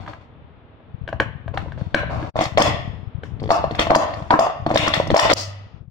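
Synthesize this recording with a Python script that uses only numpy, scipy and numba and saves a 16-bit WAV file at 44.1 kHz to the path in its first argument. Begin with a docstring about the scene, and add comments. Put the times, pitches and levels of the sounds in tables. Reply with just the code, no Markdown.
"""Plastic cups are shifted, stacked into pyramids and nested again on a mat, close to a phone in a bare room.
Knocks ring cup air, walls and rim as decaying tones and filtered noise, and thud the table;
slides are stick-slip clicks through resonances. Filtered clicks and low bursts make a draught, mostly at
the left port. Noise-band echo and steady floor noise lie behind; a low tone of about 100 Hz enters late
and fades unevenly. The sound drops out once and sinks away at the end."""
import sys
import numpy as np
from scipy import signal
from scipy.fft import rfft, irfft, next_fast_len
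from scipy.io import wavfile
from scipy.ndimage import uniform_filter1d, minimum_filter1d
from numba import njit

SR = 44100
rng = np.random.default_rng(int(sys.argv[2]) if len(sys.argv) > 2 else 0)


def generate_wav(signal):
    """Clip the signal to [-1, 1] and save it as 16-bit WAV at the path in sys.argv[1]."""
    frames = np.transpose(np.atleast_2d(signal))
    scaled = np.clip(frames, -1, 1) * 32767
    pcm = np.round(scaled).astype(np.int16)
    wavfile.write(sys.argv[1], SR, pcm)


def nominal_scale(level):
    """Amplitude ratio for a level in decibels (scalar or array-like)."""
    x = np.asarray(level, float) / 20
    return 10 ** x


N = 260190
T = np.arange(N) / SR
F = np.fft.rfftfreq(2 * next_fast_len(N // 2 + SR // 2, real=True), 1 / SR)

# steady room noise: (frequency [Hz], relative density [dB])
FLOOR = [(120, -34.5), (200, -16.5), (231, 5.5), (333, -6), (465, -0.5), (563, -3), (1270, -9), (1510, -13),
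         (3570, -22), (9000, -79.5), (11700, -63), (19800, -120)]
FLOOR_RMS_DB = -53
# late low tone: (time [s], rms level [dB])
TONE = [(5.34, -26.5), (5.384, -41), (5.46, -34), (5.662, -40.5), (5.72, -64.5)]
TONE_HZ = 99.5
# draught rumble: (time [s], relative level [dB], nominal left minus right [dB])
DRAUGHT = [(0.0, -29.5, 12.5), (0.12, -37.5, 3.5), (0.81, -43.5, -1), (1.22, -25, 13), (1.37, -38, 19.5),
           (1.61, -27, 10.5), (1.93, -32, 8.5), (2.15, -21.5, 9.5), (2.5, -35, 8.5), (2.64, -19, 11.5),
           (3.1, -42, 14), (3.45, -28.5, 13), (3.79, -27.5, 2.5), (4.5, -37.5, 5.5), (4.69, -29, 2.5),
           (5.36, -23, -6.5), (5.4, -38, -2), (5.636, -53, 24), (5.808, -43, 21), (5.9, -55, 15)]
# strongest puffs: (time [s], envelope peak at louder port [dB], frequency [Hz], left minus right [dB])
PUFFS = [(0.947, -17, 109.3, 36), (1.018, -16, 114.8, 40.5), (1.042, -15.5, 83.4, 36),
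         (1.152, -20, 87.2, 17), (1.298, -25.5, 121.9, 10.5), (1.359, -19, 105, 25.5),
         (1.493, -15, 95.6, 29), (1.516, -18.5, 94.2, 33), (1.579, -15, 101.6, 23), (1.636, -17, 109.5, 30),
         (1.676, -17.5, 96.5, 20.5), (1.72, -23, 105.8, 22), (1.821, -8, 125.4, 21),
         (1.869, -15, 113.9, 21.5), (2.017, -16.5, 92.5, 34.5), (2.06, -21, 107.5, 34.5),
         (2.39, -23, 107.4, 18.5), (2.466, -17.5, 111.9, 10.5), (2.691, -15, 114.7, 8),
         (2.794, -24.5, 111.2, 15.5), (2.857, -23, 97.6, 40.5), (2.902, -18, 97.9, 23),
         (2.966, -23.5, 103, 24.5), (3.077, -18.5, 95, 38.5), (3.155, -15, 97.7, 38),
         (3.187, -20, 116, 24.5), (3.341, -18, 88.3, 43.5), (3.423, -18, 123.3, 27),
         (3.451, -23, 105.3, 16), (3.671, -18.5, 110.3, 18), (3.801, -19, 53.7, 2),
         (3.864, -23.5, 146.8, 13), (4.223, -19.5, 125.5, 6.5), (4.603, -22.5, 126, 31),
         (4.627, -20.5, 92.9, 39), (4.68, -23, 111.8, 9.5), (4.799, -3.5, 130.9, 7.5),
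         (4.831, -15.5, 102.5, 21.5), (4.978, -14.5, 141.3, 4), (5.098, -20.5, 123.3, 21.5),
         (5.132, -8, 128, 23), (5.746, -27, 116.6, 36.5), (5.813, -26, 99, 19), (5.882, -28, 114, 18.5)]
# echo bands: (centre [Hz], late t60 [s], relative level [dB])
ROOM = [(124, 0.19, 0.5), (267, 0.28, -3.5), (460, 0.51, -4.5), (1000, 0.5883, 5), (2133, 0.673, 6.5),
        (3670, 0.489, 2), (8140, 0.238, 5.5), (14200, 0.185, 6.5)]
# echo sends: (set-downs [dB], cup-on-cup knocks [dB], slides [dB])
ECHO_SEND_DB = (-3, -3.5, -2.5)
# off-axis colour of what the walls return: (frequency [Hz], gain [dB])
ECHO_COLOUR = [(1100, 0), (1350, 0.5), (1570, -5.5), (1850, 1), (2300, -1), (2750, 4.5), (3300, -1)]
# port likeness: (frequency [Hz], left-right correlation [-1..1])
ALIKE = [(100, 0.27), (300, 0.944), (650, 0.41), (1400, 0.14), (3000, 0.064), (7000, 0.12)]
# port balance of airborne sound: (frequency [Hz], left minus right [dB])
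TILT = [(60, -3.5), (110, 5.5), (200, 2), (380, 0), (700, 2), (1290, 1), (2380, 5), (4400, 4), (8120, -3),
        (15000, -0.5)]
PORT_LAG_S = 0.0001884

# cups sliding: (onset peak [s], relative wall level [dB], time to fade 20 dB [s],
# rim re wall [dB], body re wall [dB])
SLIDES = [(0.0, -42, 0.1544, -19.5, 10.5), (0.078, -40.5, 0.12, -27.5, 10), (0.21, -54.5, 0.06, -40, 4),
          (1.543, -42, 0.0437, -31, 20), (1.578, -42, 0.2361, -21, 10.5), (1.782, -43.5, 0.2468, -28, 7.5),
          (2.104, -38.5, 0.2876, -32, 19.5), (2.2, -44.5, 0.38, -26, 10.5),
          (2.376, -33.5, 0.1081, -16.5, 12.5), (2.408, -18, 0.0788, -9, -9.5), (2.6, -17, 0.0715, -10, 17),
          (2.635, -23, 0.1359, -16, 5), (3.235, -45, 0.1, -8.5, -5), (3.43, -58, 0.4, -5, -15.5),
          (3.51, -28, 0.0261, 13, 23), (3.582, -41, 0.11, -17, 16), (3.7, -45.5, 0.29, -15, 13.5),
          (3.76, -41, 0.04, -12, 3), (3.794, -11, 0.0617, -18, 2.5), (3.906, -20.5, 0.0234, -8.5, 22.5),
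          (4.08, -43, 0.16, -21.5, 17.5), (4.136, -33, 0, -20, -5), (4.16, -45.5, 0.46, -8, 7.5),
          (4.312, -38, 0.107, -22, 30), (4.69, -35, 0.19, -12, 10), (4.745, -26, 0.06, -13, -0.5),
          (4.784, -5.5, 0.0439, -21.5, 2), (4.865, -21.5, 0.09, -18.5, 5), (4.94, -7, 0.0089, -19.5, -6.5),
          (4.957, -21, .11, -22, 4.5), (5.15, -15, 0.0953, -8.5, 14.5), (5.185, -21.5, 0.1369, -24, 3),
          (5.3, -8, 0.0523, -22, 5), (5.366, -20.5, 0.0753, 14, 1.5), (5.395, -27.5, 0.0566, 14, 6),
          (5.43, -33.5, 0.11, 1, 2.5)]
SLIDE_RISE_S = 0.0083  # to gain 20 dB
# table-top modes: (frequency [Hz], relative level [dB], t60 [s])
TABLE = [(157.56, -7, 0.094), (238.1, -0.5, 0.056), (311.2, 6, 0.0456)]
# cup-on-cup blows reaching the table: (time [s], relative level [dB])
THUDS = [(2.39, -25), (2.41, -21.5), (2.581, -11.5), (2.592, -17.5), (2.6, -10), (2.619, -27.5),
         (3.419, -32), (3.427, -31.5), (3.476, -32), (3.505, -16.5), (3.71, -31), (3.793, -18.5),
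         (3.869, -30), (3.905, -5), (3.916, -9), (3.949, -22.5), (3.96, -4), (4.306, -22), (4.339, -18),
         (4.391, -15), (4.409, -23.5), (4.664, -20.5), (4.712, -21), (4.741, -26), (4.758, -8),
         (4.784, -23), (4.877, -22.5), (5.07, -30.5), (5.103, -23.5), (5.114, -17), (5.143, -25),
         (5.163, -18), (5.316, -24.5), (5.33, -7.5)]
# stacks set down on the mat: (time [s], relative cavity level [dB], cavity pitch [Hz],
# wall re cavity [dB], table thud re cavity [dB])
SET_DOWNS = [(0.035, -40, 1000, -25, -9.5), (0.063, -39, 1000, 5.5, -15.5), (0.077, -29.5, 1250, -0.5, -18),
             (0.134, -36, 1244, 5, -19.5), (0.803, -43.5, 642, -14, -15), (1.077, -26.5, 539, 2.5, -11),
             (1.088, -25.5, 660, 0.5, -9.5), (1.128, -15.5, 637.7, -11.5, -22.5), (1.2, -27, 1110, 20, 5),
             (1.206, -11.5, 522, -15, -19), (1.221, -20.5, 581, -2, -34.5), (1.479, -25.5, 662.5, -5, -29),
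             (1.54, -26, 528, -10, -16.5), (1.574, -14, 787.7, -0.5, -27.5), (1.66, -27.5, 558, -28.5, -25),
             (1.682, -34.5, 996, -9.5, -4.5), (1.72, -34.5, 676, 3, -14.5),
             (1.776, -29.5, 537, -9.5, -12.5), (1.811, -27.5, 523.2, -12.5, -9.5),
             (1.945, 2.5, 590.6, 2.5, -14), (1.957, -14.5, 520.7, -19, -1.5),
             (2.033, -17, 609.7, -23.5, -32.5), (2.048, -39.5, 950, -28, -5.5),
             (2.096, -26.5, 587, -8, -12), (2.227, -30, 587, 0, 2.5), (3.234, -28.5, 463.4, -2, -13.5),
             (3.254, -45, 1083, -13, -4)]
STACK_RIM_DB = -36.5  # re stack wall
# cup on cup: (time [s], relative cavity level [dB], cavity pitch [Hz], wall re cavity [dB], rim re cavity [dB])
KNOCKS = [(2.357, -15.5, 662, -38, -25), (2.365, -16, 633.4, -12, -21), (2.39, -11, 653.2, -9.5, -34),
          (2.402, -28, 635.5, -19, -3.5), (2.41, -9, 710.4, -34, -22), (2.421, -16.5, 764.6, -30.5, -18.5),
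          (2.436, -21, 614, -4.5, -1.5), (2.442, -24.5, 625, -13.5, -20), (2.454, -23, 802, 6.5, -19.5),
          (2.574, 3, 575.2, -1.5, -18), (2.581, 11, 669.2, -9, -15), (2.592, 0.5, 602.4, -12.5, -15.5),
          (2.6, -1, 621, -18.5, -8), (2.619, 2, 556.7, 3.5, 1), (3.399, -43, 662, 9.5, -23),
          (3.419, -28, 443.4, -35, -46), (3.427, -29, 584, -17.5, -15), (3.438, -23.5, 444.5, -8.5, -38),
          (3.458, -26, 440.7, -12, -38.5), (3.476, -35, 414.6, 0, -30), (3.492, -18, 577.5, -13, -30),
          (3.505, 8.5, 735.5, -9, -32.5), (3.515, 6.5, 695, -32, -17.5), (3.641, -9, 634.8, -19, -45.5),
          (3.71, -21.5, 450, -5, -34.5), (3.749, -25, 738, 2.5, -16.5), (3.793, -7.5, 497.3, 5.5, -6.5),
          (3.869, -13.5, 684, -10.5, -29), (3.905, 9.5, 705.3, -12, -38), (3.916, 7.5, 638, -23, -38.5),
          (3.949, 4, 985, -4.5, -7.5), (3.96, 11.5, 637.4, -26.5, -14.5), (3.995, -21, 557.5, -20.5, -21.5),
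          (4.107, -27.5, 797, -11, -26), (4.138, -36, 644, 10, -21), (4.204, -27, 621, -22, -24),
          (4.223, -28.5, 688.3, -9, -26), (4.306, -2, 950, -9, -40), (4.339, -4.5, 1029, -36.5, -40.5),
          (4.391, 10.5, 663.6, -12.5, -14), (4.409, 1.5, 729.7, -29, -39.5),
          (4.467, -11.5, 726, -16.5, -54.5), (4.499, -16, 739, -17, -30.5),
          (4.664, -10.5, 701.2, -11.5, -43.5), (4.704, -12.5, 731.7, -19, -32),
          (4.712, -12, 621, -11, -29.5), (4.741, -15.5, 517, -29.5, -10.5), (4.758, 9.5, 618, -4.5, -23),
          (4.774, -4.5, 740.5, 15, 4), (4.784, -5.5, 540.2, -1.5, -16.5), (4.867, -22, 531.2, -2.5, -9.5),
          (4.877, -11.5, 1139, -2, -8), (4.938, -18, 819, 11.5, -4), (5, -8.5, 592.3, -15, -32),
          (5.07, -21, 619, -7.5, -10), (5.103, -11, 529, -3.5, -34), (5.114, -18, 614, -2.5, -26.5),
          (5.143, 13, 612.7, -15, -21), (5.163, 15.5, 651.7, -5.5, -8), (5.175, 6, 889.4, -17, -3.5),
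          (5.193, 5.5, 1011, 4, -0.5), (5.254, -11.5, 661.5, -5.5, -19.5), (5.297, -23, 601, -10, -12.5),
          (5.316, 10, 609.8, -1, -22), (5.33, 0.5, 548, -1, 6.5)]
# cup air modes: (multiple of cavity pitch [ratio], relative level [dB], t60 [s])
CAVITY = [(1, 3, 0.0254), (1.2, -4, 0.021), (1.56, -4.5, 0.0205)]
CHATTER_S = 0.002602  # decay time constant
# wall of a nested stack: (centre [Hz], nominal width [Hz], relative level [dB])
STACK_WALL = [(1000, 730, -2.5), (1581, 293, 6), (2172, 443, -6), (2859, 738, -9.5), (3890, 390, -16.5)]
# wall of a cup: (centre [Hz], nominal width [Hz], relative level [dB])
WALL = [(1250, 421, 2.5), (1901, 784, 4), (2937, 470, -15), (3412, 1218, 1.5), (4150.5, 682, -5)]
# rim of a cup: (centre [Hz], nominal width [Hz], relative level [dB])
RIM = [(4902, 2416, 19), (6227, 1186, 8), (7180, 4200, -1.5)]
# body of a sliding cup: (centre [Hz], nominal width [Hz], relative level [dB])
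BODY = [(305.6, 61, 3.5), (682.4, 415, 5), (950, 490, -2)]

# airborne sound dips after the last knock, then fades out: (time [s], gain [dB])
SINK = [(5.334, 1), (5.340, -22), (5.36, -15), (5.368, -12.5), (5.6, -5.5), (5.78, -3.5), (5.87, -22)]
# brief loss of level: (time [s], gain [dB])
DROPOUT = [(2.298, -1), (2.312, -37.5), (2.335, -51.5), (2.343, -17.5), (2.354, -14), (2.357, 1.5)]
# microphone response: (frequency [Hz], gain [dB])
MICROPHONE = [(20, 4.5), (60, 0), (6000, 1.5), (8000, -2), (10500, -11), (13000, -6.5), (16000, 0.5)]
CEILING, RELEASE_S = 0.8, 0.03
SPLIT_HZ, TREBLE_LAG_S = 4650, 0.0047


def shape(x, gain):
    """Multiply the spectrum by a gain over F."""
    size = 2 * len(F) - 2
    return irfft(rfft(x, size) * gain, size)[..., :N]


def on_log(table):
    """Read a (frequency [Hz], value) table at every F, on a log axis."""
    hz, value = np.transpose(table)
    return np.interp(np.log(F + 1), np.log(hz), value)


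def unit(x):
    """Scale to rms 1."""
    return x / np.sqrt(np.mean(x ** 2))


def pair(x):
    """Mix two unrelated rows into left and right, as alike as the ports are at each frequency."""
    alike = np.clip(on_log(ALIKE), -.99, .99)
    mid = shape(x[0], np.sqrt((1 + alike) / 2))
    side = shape(x[1], np.sqrt((1 - alike) / 2))
    return np.array([mid + side, mid - side])


def resonances(x, peaks):
    """Sum of resonances with steep skirts: each a squared second-order response."""
    gain = 0
    for hz, width_hz, db in peaks:
        detuning = (F ** 2 - hz ** 2) / (0.8317 * width_hz * F + 1e-9)
        gain = gain + nominal_scale(db) / (1 + 1j * detuning) ** 2
    return shape(x, gain)


def rung(x, peaks):
    """Resonances normalised by their summed power times nominal width."""
    power = sum(nominal_scale(2 * db) * width_hz for _, width_hz, db in peaks) / SR * np.pi
    return resonances(x, peaks) / np.sqrt(power)


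def ring(modes, t, turn_rad):
    """Exponentially decaying modes at both ports, the left leading by turn_rad."""
    hz, db, t60_s = np.array(modes, float).T[:, :, None]
    lead = turn_rad * np.array([.5, -.5])[:, None, None]
    decay = np.exp(-np.log(1000) * t / t60_s)
    return np.sum(nominal_scale(db) * decay * np.sin(2 * np.pi * hz * t + lead), axis=1)


def room_floor():
    """Steady background: spectrally shaped noise, partly shared by the ports."""
    noise = pair(rng.standard_normal((2, N)))
    return nominal_scale(FLOOR_RMS_DB) * unit(shape(noise, nominal_scale(on_log(FLOOR))))


def late_tone():
    """One low sine, alike at both ports, that enters late and fades unevenly."""
    s, db = np.transpose(TONE)
    gate = np.interp(T, [s[0] - .01, s[0], s[-1], s[-1] + 0.012], [0, 1, 1, 0])
    return np.sqrt(2) * nominal_scale(np.interp(T, s, db)) * gate * np.sin(2 * np.pi * TONE_HZ * T)


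def draught():
    """Eddies at each port: random clicks and noise ring low resonances; strong puffs are short low bursts."""
    s, db, pan_db = np.transpose(DRAUGHT)
    clicks = rng.random((2, N)) < 80 / SR  # 80 per second
    eddies = clicks * nominal_scale(2.0 * rng.exponential(size=(2, N))) * rng.choice([-1, 1], (2, N))
    push = eddies + 0.0219 * rng.standard_normal((2, N))
    air = resonances(push, [(95, 108.3, 38.5), (42, 28, -10.5), (220, 360, -16.5)])
    air = air + 0.23 * air[::-1]  # ports share little
    balance_db = np.array([[.5], [-.5]]) * np.interp(T, s, pan_db)
    out = unit(air) * nominal_scale(np.interp(T, s, db) - 6 + balance_db)
    for s, db, hz, pan_db in PUFFS:
        near = slice(int(s * SR) - 1024, int(s * SR) + 1024)
        t = T[near] - s
        ports = nominal_scale(db + np.minimum([[pan_db], [-pan_db]], 0))
        out[:, near] += ports * np.exp(-(t * hz / 0.559) ** 2) * np.cos(2 * np.pi * hz * t + .5)
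    return out


def room(x):
    """Echo tail of the bare room: broad noise bands, each dying at its own pace."""
    # table top and near walls answer first and briefly
    near = nominal_scale(9.0) * np.exp(-np.log(1000) * T / 0.1302)
    tail = 0
    for hz, t60_s, db in ROOM:
        octaves = np.log2((F + 1) / hz)
        band = shape(pair(rng.standard_normal((2, N))), np.exp(-(octaves / 1.069) ** 2))
        decay = np.exp(-np.log(1000) * T / t60_s) + near
        tail = tail + nominal_scale(db) * band * decay / np.sqrt(t60_s)
    tail = tail * np.clip((T - .004) / 0.00379, 0, 1) * (T < .9)
    tail = tail / np.sqrt(np.sum(tail[0] ** 2))
    response = rfft(tail, 2 * len(F) - 2) * nominal_scale(on_log(ECHO_COLOUR))
    return shape(x.mean(axis=0), response)


def slides():
    """Stick-slip clicks of uneven size ring wall, rim and body of the sliding cup."""
    level = np.zeros((3, N))
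    for s, db, fade_s, rim_db, body_db in SLIDES:
        near = slice(max(int(s * SR) - 2048, 0), int(s * SR) + SR // 2)
        t = T[near] - s
        swell = nominal_scale(db - 20 * np.where(t < 0, -t / SLIDE_RISE_S, t / fade_s))  # bites fast, then slows
        level[:, near] += nominal_scale(np.array([[0], [rim_db], [body_db]])) * swell
    clicks = rng.random((2, N)) < 3500 / SR  # 3500 per second
    sizes = nominal_scale(1.91 * rng.exponential(size=(2, N))) * rng.standard_normal((2, N))
    slips = unit(pair(clicks * sizes))
    parts = (WALL, RIM + [(11500, 6000, -17.5)], BODY)
    return nominal_scale(-4.5) * sum(rung(gain * slips, peaks) for gain, peaks in zip(level, parts))


def thuds(blows):
    """The table top's low modes ring briefly under each blow."""
    out, t = np.zeros((2, N + 4096)), np.arange(4096) / SR
    thud = ring(TABLE, t, 0.093) * (1 - np.exp(-t / 0.00075))
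    for s, db in blows:
        i = int(s * SR)
        out[:, i:i + 4096] += nominal_scale(db) * thud
    return out[:, :N]


def knocks(blows, wall, strike_db):
    """The air in the cup rings on; a short chatter of the contact shakes walls and rim."""
    tones, chatter, t = np.zeros((2, N + 4096)), np.zeros((2, N + 4096)), np.arange(4096) / SR
    for s, db, hz, wall_db, rim_db in blows:
        cavity = ring(np.array(CAVITY) * [hz, 1, 1], t, 0.13)
        i = int(s * SR)
        tones[:, i:i + 4096] += nominal_scale(db) * cavity * (1 - np.exp(-t / 0.000686))
        parts = nominal_scale(db + np.array([[wall_db], [rim_db]]))
        chatter[:, i:i + 4096] += parts * np.exp(-t / CHATTER_S)
    shake = pair(rng.standard_normal((2, N)))
    contacts = (np.array(blows)[:, 0] * SR).astype(int)
    shake[:, contacts] = nominal_scale(strike_db)  # first contact is one sharp push
    return tones[:, :N] + rung(chatter[0, :N] * shake, wall) + rung(chatter[1, :N] * shake, RIM)


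def set_downs():
    """A stack lands on the mat and thuds the table; its nested rims are damped alike each time."""
    s, db, hz, wall_db, thud_db = np.transpose(SET_DOWNS)
    blows = np.c_[s, db, hz, wall_db, wall_db + STACK_RIM_DB]
    return knocks(blows, STACK_WALL, strike_db=20) + thuds(np.c_[s, db + thud_db])


def cup_on_cup():
    """Cup meets cup; some blows carry through to the table."""
    return knocks(KNOCKS, WALL, strike_db=11.0) + thuds(THUDS)


def scene():
    """Cups, their echo and the room's floor, with the draught and the late low tone added."""
    cups = np.array([set_downs(), cup_on_cup(), slides()])
    echo = room(np.tensordot(nominal_scale(np.array(ECHO_SEND_DB)), cups, axes=1))
    ports = np.array([[.5], [-.5]])
    # knocks, slides and echo reach the left port first; set-downs are straight ahead
    aside = shape(cups[1] + cups[2] + echo, np.exp(2j * np.pi * F * PORT_LAG_S * ports))
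    air = (cups[0] + aside + room_floor()) * nominal_scale(np.interp(T, *np.transpose(SINK)))
    air = shape(air, nominal_scale(on_log(TILT) * ports))
    return air + draught() + late_tone()


@njit
def follow(x, fall):
    """Peak follower: jumps up at once, is multiplied by fall each sample."""
    out, e = np.empty(len(x)), 0.
    for i in range(len(x)):
        e = max(x[i], e * fall)
        out[i] = e
    return out


def limit(x):
    """Gain drops just ahead of any peak over the ceiling and recovers soon after."""
    peak = -minimum_filter1d(-np.abs(x).max(axis=0), size=23)
    held = follow(peak, np.exp(-1 / (RELEASE_S * SR)))
    gain = CEILING / np.maximum(held, CEILING)
    return x * uniform_filter1d(gain, size=11)


def low_pass(x):
    """Removes everything above the highest recorded frequency."""
    return signal.sosfilt(signal.butter(12, 16440, fs=SR, output="sos"), x)


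def record(dry):
    """The phone drops out once, limits peaks, and passes treble dulled and a little late."""
    dry = dry * nominal_scale(np.interp(T, *np.transpose(DROPOUT)))
    high = np.clip((F - SPLIT_HZ) / 150 + .5, 0, 1)
    late = 1 - high + high * np.exp(-2j * np.pi * F * TREBLE_LAG_S)
    mix = shape(limit(dry), late * nominal_scale(on_log(MICROPHONE)))
    return low_pass(mix)


dry = scene()
out = record(dry)
generate_wav(out)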